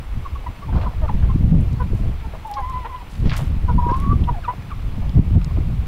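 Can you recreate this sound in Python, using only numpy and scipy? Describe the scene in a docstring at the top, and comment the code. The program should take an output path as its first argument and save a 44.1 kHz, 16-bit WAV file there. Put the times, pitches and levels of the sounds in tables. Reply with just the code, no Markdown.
"""Wind rumbles and thumps on a microphone in an outdoor run while hens cluck, whine and chirp.
Calls are harmonic tones with half-pitch partials, thrown back by the coop wall and ground.
Feet, wings and beaks stir wood chips: band-passed grainy strokes and short snaps.
The wind is shaped noise with single thumps, over a patchy outdoor wash and recorder hiss."""
import sys
import numpy as np
from scipy import signal
from scipy.io import wavfile
from scipy.ndimage import uniform_filter1d, minimum_filter1d

SR = 44100
rng = np.random.default_rng(int(sys.argv[2]) if len(sys.argv) > 2 else 0)


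def master_out(mix):
    """Clip the mix to full scale and print it as 16-bit PCM to the path in sys.argv[1]."""
    frames = np.transpose(np.atleast_2d(mix))
    ceiling = np.clip(frames, -1, 1)
    pcm = np.round(ceiling * 32767).astype(np.int16)
    wavfile.write(sys.argv[1], SR, pcm)


N = 258867


def gain_of(db):
    """Decibels to amplitude."""
    return 10 ** (np.asarray(db) / 20)


def evened(x):
    """Scales to rms 1."""
    return x / np.sqrt(np.mean(x ** 2) + 1e-20)


def read(points, hz):
    """Reads a spectrum on a log-frequency axis."""
    f, value = np.transpose(points)
    return np.interp(np.log(hz + 1), np.log(f + 1), value)


def add(mix, s, sound):
    """Mixes a sound in at time s."""
    part = mix[round(s * SR):][:len(sound)]
    part += sound[:len(part)]


def smooth_twice(x, size):
    """Two moving averages in a row: a gentle low-pass."""
    return uniform_filter1d(uniform_filter1d(x, size), size)


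def wander(size, per_s):
    """Smooth random curve of about rms 1 that changes about per_s times a second."""
    span = max(int(SR / per_s), 1)
    return smooth_twice(rng.standard_normal(size), span) * np.sqrt(1.5 * span)


def grid(size):
    """Bin frequencies and frame times of the short-time spectra."""
    hop = size / 4
    return np.fft.rfftfreq(size, 1 / SR), np.arange(4 * N // size + 5) * hop / SR


def noise(db, size):
    """Noise whose short-time spectra follow db, an array of bins x frames."""
    real, imag = rng.standard_normal(db.shape[::-1] + (2,)).T
    spectra = (real + 1j * imag) * gain_of(db)
    return signal.istft(spectra, nperseg=size, noverlap=size * 3 // 4)[1][:N]


def band(x, lo_hz, hi_hz):
    """Steep band-pass."""
    sos = signal.butter(3, [lo_hz, min(hi_hz, SR / 2.5)], "band", fs=SR, output="sos")
    return signal.sosfilt(sos, x)


def hens():
    """All calls, high-passed by the small throat, with echoes off the coop wall and ground."""
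    # clucks: start_s, length_s, peak_at_share, pitch_at_peak_hz, pitch_sag_share, level_at_peak_db,
    # half_pitch_partials_db, overtones_db (both against the pitch)
    cluck_rows = [(0.245, 0.043, 0.42, 1105, 0.17, -29, -29, -25),
                  (0.346, 0.037, .35, 1111, 0.011, -35.5, -20, -28),
                  (.458, 0.032, 0.36, 990, 0.03, -31, -26, -17),
                  (0.616, 0.047, 0.32, 1123, 0.018, -38, -15, -22),
                  (0.676, 0.035, 0.41, 900, .04, -35, -12, -26),
                  (0.854, 0.044, 0.31, 1029, 0.18, -27.5, -21, -32),
                  (1.013, 0.055, 0.58, 612, 0.16, -28.5, 6, -12),
                  (1.287, 0.041, .45, 1041, 0.012, -29.5, -19, -18),
                  (1.793, 0.049, 0.29, 1031, 0.14, -27, -1.5, -26),
                  (1.983, 0.02, .45, 666, 0.0019, -38.5, -1, -17),
                  (2.225, 0.054, .4, 919, 0.061, -38, -6, -21),
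                  (2.329, 0.035, 0.66, 643, 0.17, -35.5, -2, -20),
                  (2.568, 0.032, 0.58, 1083, -0.021, -30.5, 0.5, -16),
                  (2.843, 0.039, 0.17, 921, -0.026, -26, -6.5, -17),
                  (3.676, .052, .35, 973, 0.096, -24, -6, -35),
                  (3.879, 0.042, .35, 1046, -0.07, -32.5, 3.5, -21),
                  (4.271, 0.04, 0.44, 960, 0.064, -20, -13.5, -27),
                  (4.474, 0.043, 0.2, 972, -0.05, -16.5, -16, -24.5),
                  (4.53, 0.013, 0.47, 720, 0.027, -29, 7, -18), (5.503, 0.018, .4, 716, .01, -39, 10, -10),
                  (5.567, 0.014, 0.39, 676, .06, -36.5, 4, -12)]
    # long whines, one list a call: time_s, pitch_hz, level_db
    whine_calls = [
        [(2.44, 882, -47), (2.456, 887, -28.5), (2.474, 892, -32.5), (2.496, 818, -33.5), (2.582, 837, -30),
         (2.61, 792, -31.5), (2.625, 768.9, -44)],
        [(2.563, 1100, -47), (2.569, 1096, -32), (2.585, 1051, -31), (2.609, 1051, -32.5), (2.627, 996, -35),
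         (2.717, 1059, -28), (2.723, 1003, -33), (2.787, 1020, -33), (2.825, 984, -45.5), (2.855, 944, -35),
         (2.865, 1046, -30), (2.887, 1033, -53), (2.899, 1072, -28), (2.935, 980, -43), (2.951, 1014, -32),
         (2.973, 1016, -42), (2.983, 973, -51), (3.015, 968, -35), (3.035, 979, -51)],
        [(3.776, 966, -31), (3.796, 968, -17.5), (3.82, 956, -35.5), (3.832, 966.2, -24), (3.918, 954, -24),
         (3.93, 1048, -28), (3.948, 1052, -26.5), (4.012, 1093, -40), (4.032, 1164, -40), (4.058, 1098, -30),
         (4.082, 1112, -33), (4.098, 1165, -28.5), (4.122, 1155, -25), (4.15, 1164, -53)],
        [(4.328, 900, -54), (4.338, 892, -41), (4.364, 717, -39), (4.386, 700, -35), (4.4, 693, -54)],
    ]
    # one value a whine: overtones_db against the pitch at whine_full_db
    whine_over_db = [-32, -26.5, -43, -29]
    # falling chirps: start_s, length_s, start_hz, end_hz, level_at_peak_db, peak_at_share, overtones_db
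    chirp_rows = [(1.065, 0.048, 1650, 790, -23.5, 0.65, -19), (3.013, 0.029, 960, 730, -39, 0.53, -22),
                  (4.41, 0.062, 1900, 1108, -28.5, 0.69, -13.5), (4.682, .057, 1776, 1060, -30, 0.64, -18)]
    # coop wall and ground: delay_s, level_db
    echoes = [(.006, -15), (.011, -23), (.019, -19.5), (.027, -26.5), (.038, -25.5)]
    whine_full_db, whine_half_db, throat_hz = -29, -29, 400

    voices = np.zeros(N)
    for row in cluck_rows:
        add(voices, *call(cluck(*row), rough=.014, flutter_db=1.4, breath_db=-9))
    for points, over_db in zip(whine_calls, whine_over_db):
        # the overtones hold their own level while the pitch swells and dips
        rows = [(s, hz, db, whine_half_db, over_db + whine_full_db - db) for s, hz, db in points]
        add(voices, *call(rows, rough=.008, flutter_db=2.2, breath_db=-16))
    for row in chirp_rows:
        add(voices, *call(chirp(*row), rough=.014, flutter_db=1.4, breath_db=-12))

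    # the small throat hardly radiates below throat_hz
    voices = signal.sosfilt(signal.butter(3, throat_hz, "high", fs=SR, output="sos"), voices)
    out = voices.copy()
    for s, db in echoes:
        blur = 1 + 0.61 * wander(N, 340)  # rough surfaces
        add(out, s, gain_of(db) * voices * blur)
    return out


def cluck(start, length, top, hz, sag, db, half_db, over_db):
    """Quick rise, slow then faster fade; the pitch glides and the half-pitch partials grow."""
    hold_share, half_growth_db = 0.22, 7
    u = np.array([0, top, min(top + hold_share, .9), 1])
    level_db = db + np.array([-14, 0, -3, -18])
    pitch_hz = hz * (1 + sag * (top - u))
    half_db = half_db + half_growth_db * (u - top)
    return np.transpose([start + length * u, pitch_hz, level_db, half_db, over_db + 0 * u])


def chirp(start, length, from_hz, to_hz, db, top, over_db):
    """The pitch drops and settles while the level swells and the overtones dull."""
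    steepness, lead_share = 7.14, .22  # the middle of the drop leads the peak
    start_db, end_db, half_db, dulling_db = -39, -13, -17, 16
    u = np.linspace(0, 1, 16)
    fall = 1 / (1 + np.exp(steepness * (u - top + lead_share)))
    pitch_hz = to_hz + (from_hz - to_hz) * fall
    level_db = db + np.interp(u, [0, top, 1], [start_db, 0, end_db])
    over_db = over_db + dulling_db * (top - u)
    return np.transpose([start + length * u, pitch_hz, level_db, half_db + 0 * u, over_db])


def call(rows, rough, flutter_db, breath_db):
    """A syrinx tone: every second beat differs a little, which adds partials at half steps of the pitch."""
    s, *columns = np.transpose(rows)
    t = np.arange(s[0], s[-1], 1 / SR)
    hz, level_db, half_db, over_db = (np.interp(t, s, c) for c in columns)
    turns = np.cumsum(hz * (1 + rough * wander(len(t), 180))) / SR + rng.random()
    tone = np.sin(2 * np.pi * turns)
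    for k in range(4):
        tone += gain_of(half_db - 17.1 * abs(k - .4)) * np.sin(2 * np.pi * (k + .5) * turns)
        tone += gain_of(over_db - 9.5 * k) * np.sin(2 * np.pi * (k + 2) * turns)
    tone *= 1 + gain_of(breath_db) * wander(len(t), 650)  # turbulent air smears each partial
    edge = np.clip(np.minimum(t - s[0], s[-1] - t) / 0.0088, 0, 1)  # fades in and out
    level = gain_of(level_db + flutter_db * wander(len(t), 48))
    return s[0], np.sqrt(2) * tone * edge * level


def scuffs():
    """Feet and wings stir the chips: noise chopped into grains, with a quick start and a slower end."""
    # strokes: start_s, length_s, level_db (rms before the envelope), low_edge_hz, high_edge_hz
    strokes = [(0.438, .015, -40, 400, 900), (0.723, 0.013, -29, 585, 1470), (.736, 0.061, -42, 800, 4450),
               (0.743, 0.071, -28, 400, 1140), (.765, .022, -30.5, 376, 1190),
               (.811, 0.023, -33.5, 400, 3750), (0.827, 0.022, -27.5, 400, 1290),
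               (1.221, 0.024, -36.5, 700, 1790), (1.953, .06, -54.5, 5000, 14000),
               (2.197, .02, -43, 1500, 3420), (2.332, 0.021, -33, 398, 1290),
               (2.465, 0.024, -55, 7000, 15000), (2.848, 0.016, -37, 500, 3200),
               (3.082, 0.094, -50, 2980, 11900), (3.24, 0.1, -36.5, 700, 5000),
               (3.293, .016, -31, 2000, 5070), (3.307, 0.044, -27.5, 685, 3540),
               (3.329, .023, -32, 596, 7000), (3.36, 0.022, -34, 1980, 15000),
               (3.37, 0.037, -41, 5900, 15000), (3.372, 0.07, -43, 1220, 3900),
               (3.387, 0.015, -26.5, 470, 1140), (3.809, 0.033, -35, 444, 1450),
               (3.885, 0.086, -40, 450, 4470), (3.94, .088, -57, 5000, 13000),
               (4.103, 0.018, -40, 500, 1800), (5.017, .034, -37, 450, 1200)]
    out = np.zeros(N)
    for s, length, db, lo_hz, hi_hz in strokes:
        t = np.arange(0, 3 * length, 1 / SR)
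        grains = rng.standard_normal(len(t)) * gain_of(3.5 * wander(len(t), 350))
        dull = signal.lfilter([1], [1, -.8], grains)  # soft chips favour the low end of the band
        shape = np.clip(t / (0.3 * length), 0, 1) * np.exp(-(t / length) ** 0.84)
        add(out, s, gain_of(db) * evened(band(dull, lo_hz, hi_hz)) * shape)
    return out


def ticks():
    """Chips snap under claws and beaks: a click and a short crackle in the band of each chip."""
    # snaps: start_s, peak_db, low_edge_hz, high_edge_hz, t60_s
    snaps = [(1.6096, -41.5, 6500, 11500, .02), (1.73, -41, 5000, 10000, .01),
             (1.9505, -39, 5000, 15000, 0.011), (2.081, -47, 6000, 10000, .01),
             (2.479, -41, 5000, 15000, .008), (2.514, -30.5, 3500, 15500, 0.0095),
             (2.5388, -28.5, 2500, 5600, 0.02), (2.544, -37, 3500, 5800, 0.074),
             (2.6045, -41, 4500, 12000, .01), (2.698, -33, 3000, 13000, 0.018),
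             (2.961, -36.5, 2630, 3600, 0.039), (3.154, -34.5, 1502, 4930, 0.031),
             (3.8875, -43, 4000, 9000, .02), (3.913, -39, 2500, 6000, 0.018),
             (3.966, -42, 3500, 11500, .02), (4.001, -30, 2500, 12800, 0.022),
             (4.041, -52, 4450, 11000, .008), (4.203, -52, 2500, 4500, .02),
             (4.2387, -33, 2700, 3650, 0.038), (5.094, -32, 2505, 5400, 0.012),
             (5.4459, -26.5, 3000, 7900, 0.007)]
    out, t = np.zeros(N), np.arange(3000) / SR
    for s, db, lo_hz, hi_hz, t60 in snaps:
        click_and_crackle = (t == 0) + 0.22 * rng.standard_normal(len(t))
        snap = band(click_and_crackle * gain_of(-60 * t / t60), lo_hz, hi_hz)
        add(out, s, gain_of(db) * snap / abs(snap).max())
    return out


def wind():
    """Eddies on the microphone: lumpy low noise that reaches higher in hard gusts, and single thumps."""
    # gust course: time_s, nominal_rumble_db, upper_rumble_db (against the low rumble)
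    gust_points = [(0.0, -32.5, -6), (0.08, -27, -24), (0.16, -21, -5), (0.23, -28, -13),
                   (0.41, -27, -12.5), (0.6, -39, -6), (0.75, -16.5, -8.5), (0.95, -27, -8),
                   (1.04, -15.5, -13.5), (1.14, -17.5, -4.5), (1.19, -11.5, -9.5), (1.54, -16, -1.5),
                   (1.68, -18.5, -16.5), (1.73, -23, -1), (1.78, -17.5, -5.5), (1.86, -26.5, -2.5),
                   (1.93, -13, -6), (1.98, -25, -2), (2.03, -19.5, -11.5), (2.45, -38, -7.5),
                   (2.68, -23.5, -21), (2.71, -29, -7), (2.89, -30.5, -16), (3.06, -41.5, -7),
                   (3.27, -12.5, -5), (3.3, -19.5, -6), (3.92, -16, -7), (3.97, -20.5, -11.5),
                   (4.13, -15, -3.5), (4.41, -27.5, -13), (4.58, -32.5, -1), (4.84, -26.5, -9.5),
                   (5.0, -24.5, -4), (5.1, -17, -11), (5.13, -29, -2), (5.18, -7, -0.5), (5.26, -19, -7),
                   (5.36, -12.5, -4.5), (5.49, -23, -4), (5.54, -17.5, -12), (5.75, -21, -2),
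                   (5.77, -14.5, -4), (5.85, -23.5, -14), (5.87, -23.5, -1.5)]
    # spectrum in a hard gust: frequency_hz, level_db_per_hz (relative)
    hard_gust_spectrum = [(8, -6), (25, 0.5), (70, -1), (150, -6.5), (220, -15), (300, -25), (430, -34),
                          (700, -39.5), (1500, -70), (4000, -100)]
    # how far each band follows the upper rumble: frequency_hz, share
    brightening = [(60, 0.0091), (160, 1.73), (400, 0.71)]
    # single eddies that thump the port: start_s, level_db
    thumps = [(.726, -20), (1.346, -7.5), (1.356, -8.5), (1.604, -21), (1.741, -17.5), (1.932, -17.5),
              (2.091, -22.5), (3.196, -28), (3.24, -19), (3.253, -19), (3.564, -20), (3.744, -12.5),
              (3.77, -12.5), (3.865, -14.5), (3.916, -13), (4.062, -21), (4.073, -12.5), (4.129, -16.5),
              (4.196, -21), (5.166, -8.5), (5.19, -7), (5.308, -19), (5.375, -15), (5.584, -14.5)]
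    hard_gust_upper_db, swell_db, swells_per_s = -5, 1.25, 18

    hz, t = grid(size=2048)
    s, rumble_db, upper_db = np.transpose(gust_points)
    upper_change_db = np.interp(t, s, upper_db) - hard_gust_upper_db
    shape_db = read(hard_gust_spectrum, hz)[:, None] + np.outer(read(brightening, hz), upper_change_db)
    low_power = (gain_of(shape_db[hz < 110]) ** 2).sum(0)
    eddies = evened(noise(shape_db - 10 * np.log10(low_power), size=2048))
    # level partly evened out: the gusts set the slow course
    eddies = eddies / (uniform_filter1d(eddies ** 2, size=3000) + 0.046) ** 0.37

    # small eddies pass the port one by one, and lump the upper rumble most
    low = smooth_twice(eddies, 130)
    lumps = wander(N, 43.7)
    lumpy = low * gain_of(1.65 * lumps) + (eddies - low) * gain_of(5.2 * lumps - 2.0)
    course_db = np.interp(np.arange(N) / SR, s, rumble_db) + 1.5
    out = lumpy * gain_of(course_db + swell_db * wander(N, swells_per_s))

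    thump_hz = 230 * gain_of(2.04 * rng.standard_normal(len(thumps)))
    for (s, db), hz in zip(thumps, thump_hz):
        u = np.arange(0, 3, hz / SR)  # time in cycles
        add(out, s, gain_of(db) * np.sin(2 * np.pi * u) * np.exp(-((u - .8) / 0.62) ** 2))
    return out


def wash():
    """Far wind in the yard and the shuffle of the flock: patchy noise that flickers slightly."""
    # spectrum: frequency_hz, level_db_per_hz (relative)
    wash_spectrum = [(60, -30), (140, -10), (250, 2), (600, -2), (1050, 0), (1600, -7.5), (2300, -6),
                     (3500, -12), (5500, -21.5), (9000, -36), (16000, -30.5)]
    level_db = -44.5
    hz, t = grid(size=512)
    patches = rng.standard_normal((len(t), len(hz))).T
    patches = evened(uniform_filter1d(uniform_filter1d(patches, size=6, axis=0), size=14, axis=1))
    flicker = rng.exponential(1, len(t))  # small steps that lift all bands at once
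    db = read(wash_spectrum, hz)[:, None] + 1.05 * patches + 0.89 * flicker
    return gain_of(level_db) * evened(noise(db, size=512))


def hiss():
    """Recorder hiss: steady shaped noise, partly shared by the channels."""
    # spectrum: frequency_hz, level_db_per_hz (relative)
    hiss_spectrum = [(1500, -53), (4000, -1), (8000, 5.5), (16000, 3.5)]
    own_level_db = -60.5  # of each channel's own part
    hz, t = grid(size=512)
    db = read(hiss_spectrum, hz)[:, None] + 0 * t
    shared, left, right = (evened(noise(db, size=512)) for _ in range(3))
    return gain_of(own_level_db) * (np.array([left, right]) + 0.54 * shared)


def scene():
    """All sources central but for the hiss; the deepest rumble is slightly stronger on the left."""
    gusts = wind()
    lean = 0.011 * uniform_filter1d(gusts, size=140)
    return gusts + [lean, -lean] + hens() + scuffs() + ticks() + wash() + hiss()


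def record(dry):
    """A limiter ducks the hardest peaks in both channels; then the band limit of the recorder."""
    limit_db, limit_share, recovery_db_per_s = -6, 0.52, 146  # the share is taken off the overshoot
    edge_hz = 15740
    fall_db = np.arange(N) * recovery_db_per_s / SR
    peak_db = -minimum_filter1d(-20 * np.log10(abs(dry).max(0) + 1e-9), size=201)
    held_db = np.maximum.accumulate(peak_db + fall_db) - fall_db  # instant rise, steady recovery
    over_db = np.maximum(held_db - limit_db, 0)
    ducked = dry / gain_of(limit_share * uniform_filter1d(over_db, size=201))
    low_pass = signal.firwin(2047, edge_hz, window=("kaiser", 10), fs=SR)
    return signal.oaconvolve(ducked, low_pass[None], "same")


dry = scene()
out = record(dry)
master_out(out)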